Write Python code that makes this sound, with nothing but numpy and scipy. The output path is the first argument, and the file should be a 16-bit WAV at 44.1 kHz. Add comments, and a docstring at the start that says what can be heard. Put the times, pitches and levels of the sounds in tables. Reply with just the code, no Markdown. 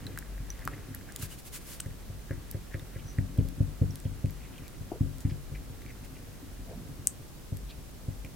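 """A quiet room, close to a small bowl held on a mat on a table: a spoon stirs thick sauce. Knocks on the bottom
ring the table and bowl modes as thuds; the dragging spoon makes them drone. Air pockets pop, and once the bowl
shifts on the mat with a hollow plop; the sauce rustles, squelches, squeaks and sloshes. Fingers hiss along the
handle, and two dry clicks ring briefly. Behind it: room rumble, an occasional low hum, microphone hiss."""
import sys
import numpy as np
from scipy import signal
from scipy.fft import rfft, irfft
from scipy.io import wavfile

SR = 44100
rng = np.random.default_rng(int(sys.argv[2]) if len(sys.argv) > 2 else 0)


def dump(signal):
    """Clip the signal to [-1, 1] and save it as 16-bit WAV at the path in sys.argv[1]."""
    limited = np.clip(np.atleast_2d(signal).T, -1, 1)
    pcm = np.round(limited * 32767).astype(np.int16)
    wavfile.write(sys.argv[1], SR, pcm)


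N = 368235

# Room rumble and microphone hiss spectrum: freq_hz, relative_db
ROOM_SPECTRUM = [(15, -13), (25, -5), (49, 1), (76, -6), (263, -14), (489, -20.5), (659, -24.5),
                 (714, -23.5), (818, -25.5), (2220, -32.5), (2610, -32), (13200, -35), (16000, -37)]
# Left-right likeness of that noise: freq_hz, correlation
ROOM_CORRELATION = [(60, 0.45), (180, 0.43), (550, 0.12), (1650, 0.12), (4970, 0.12), (15000, 0.078)]
# Lowest rumble: time_s, level_db
RUMBLE_LEVELS = [(0, -51), (.36, -48), (.7, -45), (.82, -69), (1.53, -70), (2.28, -45.5), (2.5, -51),
                 (3.3, -49), (4.4, -53), (5.3, -48), (5.53, -44), (6.0, -54.5), (6.65, -46.5), (7.4, -58),
                 (7.8, -49), (8.35, -63)]
# Low hum swells: middle_s, length_s, peak_db, pitch_hz
HUM_SWELLS = [(0.361, .55, -36.5, 47.93), (7.661, .2, -39, 49), (8.193, 0.163, -41.5, 50.6)]
# Finger slides on the handle: middle_s, length_s, level_db
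FINGER_SLIDES = [(1.198, 0.044, -46.5), (1.228, 0.05, -38), (1.255, 0.043, -43.5), (1.324, 0.11, -48),
                 (1.393, 0.054, -50), (1.471, 0.072, -47), (1.554, 0.093, -40), (1.62, 0.059, -53),
                 (1.671, 0.096, -50.5), (1.728, 0.14, -45), (5.212, 0.041, -53), (6.05, .05, -54)]
# Skin friction spectrum: freq_hz, relative_db
SKIN_SPECTRUM = [(700, -15), (1000, 2), (2000, 5), (4000, 4), (6000, 4.5), (8750, 7), (12000, 6.5),
                 (16000, 2.5)]
# Stirring effort: time_s, drone_db, rustle_db
STIR_LEVELS = [(0, -41, -58.5), (.2, -46.5, -61), (.44, -57, -62), (.72, -40, -56.5), (.93, -53, -62),
               (1.16, -47.5, -59), (1.5, -62.5, -73), (1.72, -53, -63), (2.1, -61.5, -66.5),
               (3.09, -53.5, -62), (3.45, -43.5, -65.5), (3.88, -49.5, -64.5), (4.23, -58, -64.5),
               (4.53, -46, -62), (4.85, -57, -66), (5.2, -47, -67.5), (5.83, -50, -64.5),
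               (6.63, -51, -66.5), (6.81, -48.5, -65.5), (7.5, -61.5, -73), (8.35, -56, -71)]
# Sauce folding over, and two low thuds near 6.8 s: middle_s, length_s, level_db, centre_hz
SAUCE_FOLDS = [(0.087, 0.063, -48, 370), (0.777, 0.29, -57, 338), (3.391, 0.084, -41.5, 388),
               (3.831, 0.056, -41, 365), (4.948, 0.092, -44.5, 420), (6.716, 0.12, -47.5, 523),
               (6.774, 0.13, -43.5, 188), (6.817, 0.062, -37, 109)]
# Sauce between spoon and wall: middle_s, length_s, level_db, centre_hz
WALL_SQUELCHES = [(0.126, .027, -59, 2300), (0.181, 0.042, -53, 1620), (0.5, 0.028, -53, 1920),
                  (0.623, 0.042, -57, 1730), (0.738, 0.035, -51, 1900), (0.948, 0.016, -47.5, 1680),
                  (1.095, 0.041, -50, 1690), (1.853, 0.062, -58.5, 1800), (2.33, 0.17, -56.5, 1750),
                  (2.54, 0.051, -52, 1900), (2.74, 0.074, -52, 1850), (2.965, 0.064, -57, 1910),
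                  (2.997, 0.044, -56, 2700), (3.183, 0.025, -59, 1900), (3.396, .054, -63, 2200),
                  (4.057, 0.052, -63, 2600), (4.438, 0.11, -58.5, 2350), (4.553, .09, -61, 2750),
                  (4.653, 0.09, -61, 2370), (5.26, 0.058, -58, 2000), (5.309, 0.052, -54, 2040),
                  (5.31, 0.041, -55, 3000), (5.305, 0.03, -56.5, 4340), (5.557, 0.048, -52, 2150),
                  (5.898, 0.071, -54, 2120), (6.047, .041, -61, 2240), (6.169, 0.083, -61, 2400),
                  (8.254, 0.033, -53.5, 2370)]
# Wet squeaks: middle_s, length_s, level_db, centre_hz, width_octaves
WET_SQUEAKS = [(1.323, 0.063, -55, 2930, 0.092), (3.093, 0.14, -57, 5950, 0.083),
               (7.705, 0.05, -51.5, 3740, .45), (7.713, 0.073, -57.5, 2560, .2)]
# Air pockets bursting: start_s, level_db, pitch_hz, t60_s, snap_re_ring_db, left_minus_right_db
AIR_POPS = [(.0668, -32.5, 4030, 0.024, -8, -.5), (0.0688, -33, 1700, 0.007, -13, 2),
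            (.1605, -42, 1920, .01, -15, 0), (0.1751, -19, 1540, 0.0066, -17, -2),
            (.1875, -31.5, 7030, 0.0042, 3.5, 1), (.2252, -33.5, 1770, 0.011, -21, .1),
            (.2463, -44, 1540, .008, -12, 0), (0.379, -37, 1780, .01, -15, 0),
            (.4698, -41, 1820, .01, -15, 0), (0.5027, -25.5, 5960, 0.017, -14, -.5),
            (.5601, -44, 1970, .01, -15, 0), (.5921, -37, 1950, .011, -8, -1),
            (.6522, -27, 14200, 0.0055, -6, -2), (0.6757, -10, 1290, 0.0071, -21.5, 0.5),
            (.7357, -40, 1920, .025, -15, 0), (0.9478, -26, 11700, 0.0086, -4, .1),
            (1.0106, -39, 1620, 0.009, -14, 0), (1.122, -41, 9100, .004, 2.5, -1),
            (1.157, -36, 1890, .006, -19, -.5), (1.1614, -30.5, 6930, 0.01, 3, 1),
            (1.226, -34, 1430, .01, 3, 1), (1.8013, -26.5, 2900, 0.0065, -3.5, -2),
            (1.8035, -36, 1490, .014, -20, -1), (1.86, -38, 1810, 0.011, -7, -2),
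            (1.9086, -41, 1850, 0.011, -12, -5), (2.2942, -41, 1700, .014, -18, 0),
            (2.3096, -27.5, 1720, 0.011, -19, 2), (2.5125, -26, 12100, 0.0068, -3.5, -3),
            (2.715, -43, 1790, .014, -18, 2), (2.7425, -24.5, 1820, 0.0073, -25, -1),
            (2.795, -42, 3620, 0.019, -4, -.5), (2.7955, -38, 1910, 0.01, -19, 0),
            (3.1852, -25, 1880, 0.01, -20, -1), (3.376, -47, 7500, .005, 1, 0),
            (3.386, -42, 3100, 0.012, -15, 0), (3.4867, -40.5, 8800, 0.0055, 2, -3),
            (3.907, -39, 5620, 0.018, -11, -7), (3.9564, -29, 9200, 0.0069, -4, -2),
            (4.0006, -36, 8200, 0.0061, -7, -1.5), (4.0532, -44, 3170, 0.011, -15, 0),
            (4.258, -36, 2500, .006, -10, 0), (4.2975, -37, 2280, .006, -9, 0),
            (4.3068, -37, 14000, .005, -7, -1.5), (4.5804, -37, 3000, 0.0081, -12, 0),
            (4.585, -44, 2500, .025, -18, -3), (4.658, -44, 2350, .01, -18, 0),
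            (4.668, -41, 2350, .01, -20, 0), (4.6803, -45, 4500, .004, 4, 0),
            (5.1833, -41, 8650, .004, 0, -1), (5.2056, -38.5, 6900, 0.0077, -4, -.5),
            (5.8193, -36, 2000, 0.0071, -11, -1), (5.8496, -42, 1870, .008, -12, 0),
            (5.8625, -37, 2270, 0.011, -15, 0), (7.57, -44, 7640, .0043, 6, -1),
            (8.248, -35.5, 2420, 0.0079, -8, -1)]
# Bowl shifting on the mat, one row a pitch: # start_s, level_db, pitch_hz, t60_s, snap_re_ring_db, snap_low_hz,
# snap_high_hz, left_minus_right_db
PLOP_MODES = [(4.917, -22, 330, 0.036, -26, 390, 1100, 6), (4.916, -25.5, 680, 0.029, -21, 530, 730, 4)]
# Dry clicks, as of spoon on rim: start_s, level_db, left_minus_right_db
DRY_CLICKS = [(1.8038, -21, 5.5), (7.0712, -6, 2)]
# Ring of a click: pitch_hz, gain_db, delay_s, t60_s, snap_re_ring_db, snap_low_hz, snap_high_hz
CLICK_MODES = [(2750, -22.5, 0.00031, 0.0055, -6.5, 1650, 4900),
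               (8260, 4.5, 0.0003, 0.0048, -12, 5900, 11400), (9580, -2, 0.0009, 0.0035, -19, 13000, 21000),
               (11100, -12, 0.0009, 0.003, -22, 9600, 14000)]
# Table and bowl modes (negative gain = opposite motion): pitch_hz, t60_s, left_gain, right_gain
TABLE_MODES = [(44.5, 0.66, -0.047, 0.0043), (72, 0.11, -0.11, -0.093), (95, 0.15, -0.22, -0.14),
               (101.7, 0.1, 0.24, 0.034), (146.8, 0.34, 0.066, 0.025), (158.6, 0.17, 0.057, 0.058),
               (190.9, 0.27, 0.014, 0.065), (267, 0.19, 0.21, 0.072), (292.7, 0.17, 0.087, 0.19),
               (348.5, 0.28, 0.067, 0.062), (387, 0.076, 0.025, 0.14), (520, 0.079, 0.095, 0.13),
               (569, 0.11, -0.069, -0.078), (660, 0.12, -0.055, -0.028)]
# Spoon on the bowl's bottom: start_s, push_db, tap_re_push_db
SPOON_KNOCKS = [(0.4024, -18, -18), (1.2289, -14.5, -15.5), (1.86, -14, -15), (1.9108, -25, -12),
                (2.0992, -17, -12.5), (2.1485, -23, -14), (2.3073, -13.5, -3.5), (2.374, -19, -16),
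                (2.5462, -11.5, -9), (2.7453, -13.5, -6), (2.8217, -18.5, -14), (2.96, -17.5, -7),
                (3.05, -18, -19), (3.1837, -2, -20), (3.2358, -16, -30), (3.3846, 1.8, -21),
                (3.4487, -15.5, -12), (3.604, 1, -19), (3.68, -15.5, -16), (3.8144, 1.3, -18),
                (3.8947, -10.5, -19.5), (4.0535, -6, -16.5), (4.1137, -18, -20), (4.2417, -2.5, -17.5),
                (4.808, -15, -17), (5.007, -0.3, -41), (5.0613, -24, -4.5), (5.249, -2, -36),
                (5.318, -12, -25), (5.5174, -14.5, -20), (6.9913, -23, -28), (7.522, -8.5, -17),
                (7.783, -24, -18), (8.082, -8.5, -17), (8.246, -24, -4.5)]


def from_db(db):
    """Decibels to gain."""
    return 10 ** (np.asarray(db) / 20)


def unit_rms(x):
    """Scale to rms 1."""
    return x / np.sqrt(np.mean(x ** 2) + 1e-20)


def pan(left_minus_right_db):
    """Left and right gains."""
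    return from_db(np.array([[.5], [-.5]]) * left_minus_right_db)


def curves(rows):
    """Breakpoint columns, interpolated per sample."""
    times_s, *columns = np.transpose(rows)
    return [np.interp(np.arange(N) / SR, times_s, column) for column in columns]


def ring(x, pitch_hz, t60_s):
    """Resonator: a unit click starts a decaying sine of height 1."""
    radius, angle = from_db(-60 / (t60_s * SR)), 2 * np.pi * pitch_hz / SR
    return signal.lfilter([0, np.sin(angle)], [1, -2 * radius * np.cos(angle), radius ** 2], x + 1e-18)


def butter(x, kind, edge_hz, order=2):
    """Maximally flat filter."""
    return signal.sosfilt(signal.butter(order, edge_hz, kind, fs=SR, output="sos"), x)


def band(x, low_hz, high_hz):
    """Band-pass, rms 1."""
    return unit_rms(butter(x, "band", [low_hz, high_hz]))


def stereo_noise(spectrum, correlation):
    """Noise of given spectrum and left-right correlation, rms 1."""
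    log_hz = np.log(np.maximum(np.fft.rfftfreq(N, 1 / SR), 1))

    def per_bin(points):
        freq_hz, values = np.transpose(points)
        return np.interp(log_hz, np.log(freq_hz), values)

    mid, side = rfft(rng.standard_normal((2, N)))
    alike = np.clip(per_bin(correlation), 0, 1)
    channels = np.sqrt(1 + alike) * mid + np.sqrt(1 - alike) * side * [[1], [-1]]
    return unit_rms(irfft(from_db(per_bin(spectrum)) * channels, N))


def grains(per_s, spread_db):
    """Random clicks of uneven size and sign."""
    sizes = from_db(spread_db * np.minimum(rng.exponential(1, N), 5)) * rng.choice([-1, 1], N)
    return sizes * (rng.random(N) < per_s / SR)


def swell(middle_s, length_s):
    """Sample span and shape of a rise and fall."""
    shape = np.hanning(int(max(length_s, .01) * SR))
    start = int(middle_s * SR) - len(shape) // 2
    return slice(start, start + len(shape)), shape


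def room_noise():
    """Steady room rumble and microphone hiss, plus a wavering low band."""
    noise = stereo_noise(ROOM_SPECTRUM, correlation=[(30, 0.66), (60, 0.67)])
    rumble = from_db(curves(RUMBLE_LEVELS)[0]) * band(noise, 36.5, 57.3) * pan(1.6)
    return rumble + from_db(-45.5) * stereo_noise(ROOM_SPECTRUM, ROOM_CORRELATION)


def hum():
    """Swells of a low sine, stronger on the left."""
    out = np.zeros(N)
    for middle_s, length_s, peak_db, pitch_hz in HUM_SWELLS:
        span, shape = swell(middle_s, length_s)
        out[span] += from_db(peak_db) * shape * np.sin(2 * np.pi * pitch_hz * np.arange(len(shape)) / SR)
    return out * pan(3)


def wall_reflections(x, echo_s=.0092, echo_db=-20, tail_t60_s=0.14, tail_db=-14):
    """One near echo and a short diffuse tail per microphone, treble dulled."""
    t = np.arange(SR // 3) / SR
    response = rng.standard_normal((2, len(t))) * from_db(-60 * t / tail_t60_s) * (t > .002)
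    response *= from_db(tail_db) / np.linalg.norm(response, axis=1, keepdims=True)
    response[:, int(echo_s * SR)] += from_db(echo_db)
    return butter(signal.fftconvolve(x, response, axes=1)[:, :N], "low", 13000, order=1)


def fingers():
    """Skin sliding on the handle: broadband hiss."""
    envelope = np.zeros(N)
    for middle_s, length_s, level_db in FINGER_SLIDES:
        span, shape = swell(middle_s, length_s)
        envelope[span] += from_db(level_db) * shape
    return envelope * stereo_noise(SKIN_SPECTRUM, correlation=[(1000, 0.7), (16000, 0.17)])


def rustle(level_db, bowl_hz=1900, t60_cycles=11.7):
    """Tiny pockets ring a few cycles each, loudest near the pitch the bowl favours."""
    pitches_hz = np.geomspace(1200, 4300, num=14)
    gains = from_db(-8.0 * np.abs(np.log2(pitches_hz / bowl_hz)))
    pockets = grains(per_s=2700, spread_db=2.5)
    pitch_index = rng.integers(0, len(pitches_hz), N)
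    rings = sum(gains[k] * ring(pockets * (pitch_index == k), hz, t60_cycles / hz)
                for k, hz in enumerate(pitches_hz))
    return from_db(level_db) * unit_rms(rings)


def rupture_swells(rows, per_s, spread_db):
    """Tiny ruptures in the sauce, band-passed, swelling with each stroke."""
    out, ruptures = np.zeros(N), grains(per_s, spread_db)
    for middle_s, length_s, level_db, centre_hz, width_octaves in rows:
        span, shape = swell(middle_s, length_s)
        edge_ratio = 2 ** (width_octaves / 2)
        with_lead_in = ruptures[max(span.start - SR // 20, 0):span.stop]   # band rings before the swell
        crackle = band(with_lead_in, centre_hz / edge_ratio, centre_hz * edge_ratio)
        out[span] += from_db(level_db) * shape * crackle[-len(shape):]
    return out


def slosh(drone_db, width_octaves=0.75):
    """Sauce folding over: low swells on a bed that partly follows the drone's level."""
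    bed_db = -64 + 0.43 * (drone_db - drone_db.mean())
    bed = from_db(bed_db) * band(grains(per_s=900, spread_db=3.0), 314, 605)
    folds = [(*row, width_octaves) for row in SAUCE_FOLDS]
    return bed + rupture_swells(folds, per_s=1300, spread_db=1.5)


def squelches_and_squeaks(squelch_octaves=0.45):
    """Sparse ruptures between spoon and wall squelch; dense ones squeak."""
    strokes = [(*row, squelch_octaves) for row in WALL_SQUELCHES]
    squelches = rupture_swells(strokes, per_s=310, spread_db=1.0)
    return squelches + rupture_swells(WET_SQUEAKS, per_s=3500, spread_db=2.0)


def bursts(rows, spray_decay_s, open_s, crack_db):
    """A pocket opens and rings; its film snaps with one crack and a short spray."""
    out, t = np.zeros((2, N + SR)), np.arange(SR // 10) / SR
    opening = 1 - np.exp(-(t / open_s) ** 4)
    tear = signal.unit_impulse(len(t), int(open_s * SR))
    for start_s, level_db, pitch_hz, t60_s, snap_db, low_hz, high_hz, pan_db in rows:
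        tone = np.sin(2 * np.pi * pitch_hz * t) * from_db(-60 * t / t60_s)
        spray = np.exp(-t / spray_decay_s) * band(rng.standard_normal(len(t)), low_hz, high_hz)
        crack = band(tear, low_hz, high_hz)
        snap = from_db(snap_db) * (opening * spray + from_db(crack_db) * crack / np.abs(crack).max())
        start = int(start_s * SR)
        out[:, start:start + len(t)] += from_db(level_db) * pan(pan_db) * (opening * tone + snap)
    return out[:, :N]


def pops_and_clicks(snap_low_ratio=0.42, snap_high_hz=15600):
    """Air pockets ring at one pitch, dry clicks at four; little bass in either."""
    pops = [(start_s, level_db, hz, t60_s, snap_db, snap_low_ratio * hz, snap_high_hz, pan_db)
            for start_s, level_db, hz, t60_s, snap_db, pan_db in AIR_POPS]
    clicks = [(start_s + delay_s, level_db + gain_db, hz, t60_s, *snap, pan_db)
              for start_s, level_db, pan_db in DRY_CLICKS
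              for hz, gain_db, delay_s, t60_s, *snap in CLICK_MODES]
    return butter(bursts(pops + clicks, spray_decay_s=0.00095, open_s=0.0005, crack_db=8.0), "high", 500)


def plop():
    """The bowl shifts on the mat: hollow, two pitches."""
    collapse = bursts(PLOP_MODES, spray_decay_s=0.028, open_s=0.0013, crack_db=-5.0)
    return butter(collapse, "low", 1100, order=4)


def table_response(force):
    """Force on the bowl rings every mode, differently at each microphone."""
    return sum(ring(force, hz, t60_s) * [[left], [right]] for hz, t60_s, left, right in TABLE_MODES)


def spoon_drag(level_db):
    """Small random jolts of stirring keep the table droning."""
    force = band(grains(per_s=250, spread_db=5.5), 77, 226)
    return from_db(level_db) * unit_rms(table_response(force))


def spoon_knocks(push_s=0.00491, tap_s=0.0013):
    """A soft push through the sauce plus a short contact tap sets the table thudding."""
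    start_s, push_db, tap_re_push_db = np.transpose(SPOON_KNOCKS)
    force = np.zeros(N)
    for length_s, level_db in ((push_s, push_db), (tap_s, push_db + tap_re_push_db)):
        impulses, pulse = np.zeros(N), np.hanning(int(length_s * SR))
        impulses[(start_s * SR).astype(int)] = from_db(level_db)
        force += np.convolve(impulses, pulse / pulse.sum())[:N]
    return table_response(force)


def scene():
    """Stereo mix; only the bright sources reflect off the walls."""
    drone_db, rustle_db = curves(STIR_LEVELS)
    stirring = spoon_drag(drone_db) + slosh(drone_db)
    bright = rustle(rustle_db) + squelches_and_squeaks() + pops_and_clicks() + fingers()
    thuds = plop() + spoon_knocks()
    return room_noise() + hum() + wall_reflections(bright) + bright + stirring + thuds


def record(dry):
    """Steep low-pass at 16 kHz."""
    return signal.sosfilt(signal.ellip(10, .5, 60, 16000, fs=SR, output="sos"), dry)


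dry = scene()
out = record(dry)
dump(out)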